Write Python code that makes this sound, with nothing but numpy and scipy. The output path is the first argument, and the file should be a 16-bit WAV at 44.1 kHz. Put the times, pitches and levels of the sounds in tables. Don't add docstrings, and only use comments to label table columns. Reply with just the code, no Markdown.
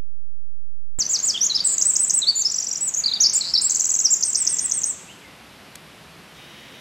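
import sys
import numpy as np
from scipy import signal
from scipy.fft import rfft, irfft
from scipy.io import wavfile
from scipy.ndimage import uniform_filter1d

SR = 44100
rng = np.random.default_rng(int(sys.argv[2]) if len(sys.argv) > 2 else 0)


def transcribe(u):
    v = np.clip(np.atleast_2d(u).T, -1, 1)
    q = np.round(v * 32767).astype(np.int16)
    wavfile.write(sys.argv[1], SR, q)


N = 300071
TIME = np.arange(N) / SR


def from_db(db):
    return 10 ** (np.asarray(db) / 20)


def rms_one(x):
    return x / np.sqrt(np.mean(x ** 2) + 1e-20)


def drift(rate_hz):
    lowpass = signal.butter(2, rate_hz, fs=SR, output="sos")
    return rms_one(signal.sosfilt(lowpass, rng.standard_normal(N)))


def noise(spectrum):
    hz, db = np.transpose(spectrum)
    bins_hz = np.maximum(np.fft.rfftfreq(N, 1 / SR), 1)
    gain = from_db(np.interp(np.log(bins_hz), np.log(hz), db))
    return rms_one(irfft(rfft(rng.standard_normal(N)) * gain, N))


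def gate(start_s, end_s, fade_s):
    return np.clip(np.minimum(TIME - start_s, end_s - TIME) / fade_s, 0, 1)


def progress(length_s):
    return np.linspace(0, 1, max(int(length_s * SR), 2))


def envelope(length_s, attack_s, release_s):
    t = progress(length_s) * length_s
    return np.clip(np.minimum(t / attack_s, (length_s - t) / release_s), 0, 1)


def slur(start_s, length_s, first_hz, middle_hz, last_hz, fade_s, db):
    bend = np.polyfit([0, .5, 1], [first_hz, middle_hz, last_hz], 2)
    hz = np.polyval(bend, progress(length_s))
    return start_s, hz, from_db(db) * envelope(length_s, fade_s, fade_s)


def whistle(start_s, length_s, turn_a_s, turn_b_s, first_hz, a_hz, b_hz, last_hz, db,
            attack_s=.010, release_s=.005, rounding_s=.008, max_sag=.09):
    pressure = envelope(length_s, attack_s, release_s)
    t = progress(length_s) * length_s
    hz = np.interp(t, [0, turn_a_s, turn_b_s, length_s], [first_hz, a_hz, b_hz, last_hz])
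    hz = uniform_filter1d(hz, int(rounding_s * SR), mode="nearest")
    sag = max_sag * (1 - pressure) ** 2
    return start_s, hz * (1 - sag), from_db(db) * pressure


CHIP_TURN_SHARE = .35


def chip(start_s, length_s, top_hz, bottom_hz, db, bow=.8, down_db=-5, turn_db=-25):
    u, turn = progress(length_s), CHIP_TURN_SHARE
    height = np.interp(u, [0, turn, 1], [1, 0, 1]) ** bow
    strokes = np.interp(u, [0, turn / 2, turn, (1 + turn) / 2, 1],
                        [0, from_db(down_db), from_db(turn_db), 1, 0])
    return start_s, bottom_hz + (top_hz - bottom_hz) * height, from_db(db) * strokes


def repeated(motif, beats):
    notes = []
    for beat_s, pitch_ratio, gain_db in beats:
        for start_s, hz, strength in motif:
            notes.append((beat_s + start_s, pitch_ratio * hz, from_db(gain_db) * strength))
    return notes


# t/s, length/s, first f/Hz, middle f/Hz, last f/Hz, fade/s, level/dB
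SINGLE_SLURS = [ (.984, .049, 8100, 6050, 3850, .007, -14.5), (1.052, .007, 5500, 6050, 6300, .003, -20),
                (1.062, .007, 6000, 6100, 5900, .003, -14), (1.189, .006, 5800, 6350, 6400, .003, -12),
                (1.199, .007, 6300, 6620, 6600, .003, -13), (1.337, .036, 3280, 3230, 2600, .013, -12.5),
                (1.371, .014, 2900, 3560, 3500, .006, -15), (1.495, .032, 4500, 4050, 3950, .005, -12.5),
                (1.573, .008, 5300, 4200, 3400, .003, -14), (1.582, .007, 4300, 3500, 3000, .003, -18),
                (1.592, .007, 4700, 3850, 3350, .003, -13), (1.601, .014, 4100, 4700, 4450, .004, -12),
                (1.672, .084, 7600, 7620, 7350, .012, -13), (1.779, .009, 5200, 7000, 7650, .004, -8),
                (1.788, .023, 7750, 7550, 6700, .008, -12), (1.932, .021, 6500, 8100, 7950, .005, -12),
                (2.074, .021, 6500, 8150, 8000, .005, -13), (2.217, .031, 4100, 3830, 3430, .003, -12),
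                (2.263, .054, 3800, 4560, 4050, .027, -4), (2.446, .032, 5400, 5130, 6000, .011, -9),
                (3.036, .017, 5050, 4350, 4100, .003, -14), (3.056, .016, 3900, 4750, 4500, .006, -7),
                (3.073, .026, 4200, 4050, 3450, .008, -13.5), (3.113, .017, 4300, 3950, 3350, .005, -12),
                (3.133, .018, 4100, 4680, 4000, .005, -12), (3.155, .023, 4050, 3750, 3400, .006, -18),
                (3.295, .008, 5400, 6200, 6500, .004, -11), (3.305, .006, 6400, 5900, 5100, .003, -19),
                (3.407, .017, 4480, 4250, 3750, .005, -11), (3.428, .088, 4200, 4500, 4850, .008, -23),
                (3.5365, .010, 4500, 5480, 4700, .004, -4.5), (3.549, .022, 4950, 4300, 3700, .005, -5.7),
                (3.575, .017, 4300, 4980, 5350, .003, -9.5), (4.038, .039, 6700, 5650, 4350, .02, -7),
                (4.101, .049, 6550, 7530, 5700, .009, -7.8), (4.156, .024, 7600, 7300, 6300, .012, -13)]
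# t/s, length/s, turn A after/s, turn B after/s, first f/Hz, A f/Hz, B f/Hz, last f/Hz,
# level/dB; pitches before rounding and sag
SINGLE_WHISTLES = [ (1.089, .082, .018, .032, 7900, 6550, 7900, 3850, -12.5),
                   (1.226, .089, .021, .034, 7750, 6750, 8400, 4200, -13),
                   (1.406, .069, .036, .052, 5500, 6350, 7450, 5600, -12.5),
                   (1.541, .031, .013, .023, 4750, 5000, 5550, 3550, -11.5),
                   (1.640, .040, .009, .024, 9300, 7500, 8450, 7600, -7),
                   (2.351, .077, .041, .057, 7100, 7050, 7550, 5900, -13.3),
                   (2.805, .092, .034, .056, 7850, 7800, 8200, 6500, -13.5),
                   (2.962, .047, .009, .022, 6950, 6300, 7250, 6300, -14),
                   (3.200, .077, .022, .052, 5400, 7000, 4300, 5900, -8.5),
                   (3.329, .056, .013, .027, 6300, 8950, 6800, 8000, -9),
                   (3.610, .068, .021, .039, 6600, 9050, 7250, 8200, -10)]
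# t/s, length/s, top f/Hz, bottom f/Hz, level/dB
SINGLE_CHIP = (2.937, .017, 7700, 5400, -8)


def singles():
    slurs = [slur(*row) for row in SINGLE_SLURS]
    whistles = [whistle(*row) for row in SINGLE_WHISTLES]
    return slurs + whistles + [chip(*SINGLE_CHIP)]


# t/s, length/s, top f/Hz, bottom f/Hz, level/dB
EARLY_ROLL_CHIP = (0, .022, 8100, 4600, -6)
# t/s, length/s, turn A/s, turn B/s, first f/Hz, A f/Hz, B f/Hz, last f/Hz, level/dB
EARLY_ROLL_ARCH = (.0385, .064, .018, .034, 8050, 7800, 8550, 7000, -8)
# t/s, pitch ratio, gain/dB
EARLY_ROLL_BEATS = [(1.810, 1, 1), (1.9515, 1, 0), (2.0935, .995, -.5)]


def early_roll():
    return repeated([chip(*EARLY_ROLL_CHIP), whistle(*EARLY_ROLL_ARCH)], EARLY_ROLL_BEATS)


# t/s after the beat, length/s, first f/Hz, middle f/Hz, last f/Hz, fade/s, level/dB
TWO_SLUR_TRILL_SLURS = [(.001, .012, 3900, 5800, 4600, .006, -14.5),
                        (.016, .017, 7750, 7100, 6000, .006, -16.5)]
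# t/s, pitch ratio, gain/dB
TWO_SLUR_TRILL_BEATS = [(2.4955, 1.02, .5), (2.539, 1.05, 1), (2.580, 1, 2), (2.6215, 1.04, -.5),
                        (2.6645, 1.03, 0), (2.708, 1, 1), (2.752, 1.01, -1.5)]


def two_slur_trill():
    return repeated([slur(*row) for row in TWO_SLUR_TRILL_SLURS], TWO_SLUR_TRILL_BEATS)


# t/s after the beat, length/s, first f/Hz, middle f/Hz, last f/Hz, fade/s, level/dB
THREE_SLUR_TRILL_SLURS = [(.0015, .008, 5700, 6850, 7100, .002, -10.3),
                          (.0095, .009, 7400, 6800, 5100, .002, -11.3),
                          (.02, .016, 8050, 7680, 7200, .007, -10)]
# t/s, pitch ratio, gain/dB
THREE_SLUR_TRILL_BEATS = [(3.6945, 1.01, 1.5), (3.7445, 1.013, 0), (3.7935, .99, 1), (3.841, 1.003, .5),
                          (3.8895, 1, 1.5), (3.9385, .98, 1), (3.9875, .98, .5)]


def three_slur_trill():
    return repeated([slur(*row) for row in THREE_SLUR_TRILL_SLURS], THREE_SLUR_TRILL_BEATS)


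# t/s after the beat, length/s, first f/Hz, middle f/Hz, last f/Hz, fade/s, level/dB
CLOSING_ROLL_SLUR = (0, .011, 5700, 7100, 7550, .005, -13.5)
# t/s, length/s, top f/Hz, bottom f/Hz, level/dB
CLOSING_ROLL_CHIP = (.017, .020, 7650, 3900, -7.5)
# t/s, length/s, turn A/s, turn B/s, first f/Hz, A f/Hz, B f/Hz, last f/Hz, level/dB
CLOSING_ROLL_ARCH = (.036, .066, .012, .028, 9350, 8050, 8750, 7200, -12.3)
# t/s, pitch ratio, gain/dB
CLOSING_ROLL_BEATS = [(4.2065, .995, 0), (4.328, 1, 1), (4.4475, 1, .5), (4.566, 1.025, .5), (4.693, 1, 0),
                      (4.8135, .985, 0)]


def closing_roll(lift_hz=210):
    start_s, length_s, top_hz, deepest_hz, db = CLOSING_ROLL_CHIP
    notes = []
    for k, beat in enumerate(CLOSING_ROLL_BEATS):
        bottom_hz = deepest_hz + k * lift_hz
        saved_s = length_s * (bottom_hz - deepest_hz) / (top_hz - deepest_hz)
        chip_start_s = start_s + saved_s * CHIP_TURN_SHARE
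        shallower = chip(chip_start_s, length_s - saved_s, top_hz, bottom_hz, db)
        notes += repeated([slur(*CLOSING_ROLL_SLUR), shallower, whistle(*CLOSING_ROLL_ARCH)], [beat])
    return notes


def song():
    return singles() + early_roll() + two_slur_trill() + three_slur_trill() + closing_roll()


# start t/s, end t/s, rate/Hz, pitch swing/Hz, level swing/0-1
SYRINX_FLUTTER = [(1.662, 1.764, 205, 560, 0.08), (3.424, 3.52, 178, 453, 0.75)]
# f/Hz, level/dB
BEAK_RESPONSE = [(2700, -10), (3300, -6.5), (4000, -6.5), (4700, -3), (5500, -1.8), (6300, -1.8),
                 (7000, -4.3), (8000, -6.3), (8700, -13)]


def wren(jitter=0.006, shimmer_db=1.9, octave_db=-30, octave_tilt_db=12, octave_rough_rad=0.6, voice_db=-0.45):
    swing_hz, pulsing, out = np.zeros(N), np.ones(N), np.zeros(N)
    for start_s, end_s, rate_hz, depth_hz, share in SYRINX_FLUTTER:
        cycle = 2 * np.pi * rate_hz * (TIME - start_s)
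        on = gate(start_s, end_s, 0.01)
        swing_hz += on * depth_hz * np.cos(cycle)
        pulsing += on * share * np.sin(cycle)
    waver = 1 + jitter * drift(350)
    tremor = from_db(shimmer_db * drift(192))
    rasp_rad = octave_rough_rad * drift(1500)
    for start_s, hz, strength in song():
        at = int(start_s * SR) + np.arange(len(hz))
        phase = 2 * np.pi * np.cumsum(hz * waver[at] + swing_hz[at]) / SR
        octave_gain = from_db(octave_db + octave_tilt_db * np.log2(hz / 7000))
        octave = octave_gain * np.sin(2 * phase + rasp_rad[at])
        beak_gain = from_db(np.interp(hz, *np.transpose(BEAK_RESPONSE)))
        out[at] += strength * beak_gain * (np.sin(phase) + octave)
    return from_db(voice_db) * out * pulsing * tremor


def scatter(x, t60_s, build_s, air_t60=(1, 1, 1)):
    t, response = TIME[:SR], 0
    for band_hz, share in zip([(1500, 5000), (5000, 8000), (8000, 16000)], air_t60):
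        bandpass = signal.butter(4, band_hz, "band", fs=SR, output="sos")
        grain = signal.sosfilt(bandpass, rng.standard_normal(SR))
        decay = from_db(-60 * t / (t60_s * share))
        response = response + grain * decay * (1 - np.exp(-t / build_s))
    unit_energy = response / np.sqrt(np.sum(response ** 2))
    return signal.fftconvolve(x, unit_energy)[:N]


# delay/s, level/dB
NEAR_ECHOES = [(.0023, -16), (.0068, -18), (0.0145, -22), (.034, -17)]


def forest(x, thicket_db=-13, trunks_db=-16.5):
    near = np.zeros(N)
    for delay_s, db in NEAR_ECHOES:
        near += from_db(db) * np.r_[np.zeros(int(delay_s * SR)), x][:N]
    thicket = from_db(thicket_db) * scatter(x, t60_s=0.16, build_s=0.0064)
    trunks = from_db(trunks_db) * scatter(x, t60_s=0.75, build_s=0.029, air_t60=(1.2, .98, .8))
    return x + near + thicket + trunks


# f/Hz, relative level/dB per Hz
HISS_COLOUR = [(18, -49), (30, -35), (60, -5), (100, -7.5), (140, -4.5), (195, -1.7), (260, -5),
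               (400, -7.5), (600, -8.5), (1000, -9.5), (2900, -11.5), (5000, -18), (6700, -24),
               (13000, -26)]
# t/s, level/dB
HISS_SWELL_DB = [(1, 1), (1.6, 1), (2.2, 0), (2.4, -2.5), (2.9, -0.5), (3.2, 1.5), (4.2, -1), (4.6, 0.6),
                 (5.2, -0.4), (6.8, -0.5)]


def hiss(level_db=-45, top_hz=13000):
    lowpass = signal.butter(10, top_hz, fs=SR, output="sos")
    air = signal.sosfilt(lowpass, noise(HISS_COLOUR))
    swell_db = np.interp(TIME, *np.transpose(HISS_SWELL_DB))
    return from_db(level_db + swell_db) * air


# start t/s, end t/s, rms level/dB
MOTOR_RUNS = [(2.994, 3.5, -53.5), (4.38, 4.81, -52), (6.358, 6.85, -49.5)]
# f/Hz, relative level/dB
GEAR_COLOUR = [(1200, -17), (1900, -0.5), (2500, -2.5), (3300, -4.5), (3800, -3), (4300, -20), (5700, -9),
               (8000, -28)]
# start t/s, end t/s, mean f/Hz, peak level/dB
MOTOR_TONES = [(3.024, 3.48, 2320, -54), (4.423, 4.81, 1965, -53), (4.4, 4.8, 3400, -53),
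               (6.364, 6.85, 2993, -54), (6.368, 6.85, 3230, -55.5), (6.366, 6.85, 3750, -55)]


def motor(wobble_hz=4):
    running = sum(from_db(db) * gate(start_s, end_s, 0.005) for start_s, end_s, db in MOTOR_RUNS)
    out = noise(GEAR_COLOUR) * running
    for start_s, end_s, hz, db in MOTOR_TONES:
        phase = 2 * np.pi * np.cumsum(hz + wobble_hz * drift(59.3)) / SR
        out += from_db(db) * gate(start_s, end_s, 0.018) * np.sin(phase)
    return out


# t/s, length/s, first f/Hz, middle f/Hz, last f/Hz, fade/s, level/dB before the direct/scatter mix
FAR_SLURS = [(5.07, .06, 2400, 2850, 3350, .022, -39), (5.2, .105, 2550, 2130, 1950, .05, -45)]


def far_bird(direct=0.7, scattered=0.5):
    call = np.zeros(N)
    for row in FAR_SLURS:
        start_s, hz, strength = slur(*row)
        at = int(start_s * SR) + np.arange(len(hz))
        call[at] += strength * np.sin(2 * np.pi * np.cumsum(hz) / SR)
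    return direct * call + scattered * scatter(call, t60_s=0.39, build_s=0.002)


# f/Hz, relative level/dB per Hz
RUMBLE_COLOUR = [(50, -30), (110, -9), (155, 1), (210, -9), (400, -52)]


def rumble(level_db=-56):
    return from_db(level_db) * gate(5.18, 6.9, 0.65) * noise(RUMBLE_COLOUR)


# t/s, level/dB
TICK_EVENT = (5.757, -32)


def tick(width_s=0.0022):
    centre_s, db = TICK_EVENT
    # f/Hz, relative level/dB
    colour = [(500, -22), (1500, -6), (4300, -7.5), (5000, -2), (8000, -6), (10000, -7),
              (13500, -14), (15000, -35)]
    burst = np.exp(-((TIME - centre_s) / width_s) ** 2)
    return from_db(db) * burst * noise(colour)


def scene():
    mono = forest(wren()) + hiss() + motor() + far_bird() + rumble() + tick()
    return np.array([mono, mono])


def record(dry, open_s=.988, right_offset=.11, cutoff_hz=15800):
    opened = np.where(TIME >= open_s, dry, [[0], [right_offset]])
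    lowpass = signal.ellip(10, .1, 70, cutoff_hz, fs=SR, output="sos")
    return signal.sosfiltfilt(lowpass, opened)


dry = scene()
out = record(dry)
transcribe(out)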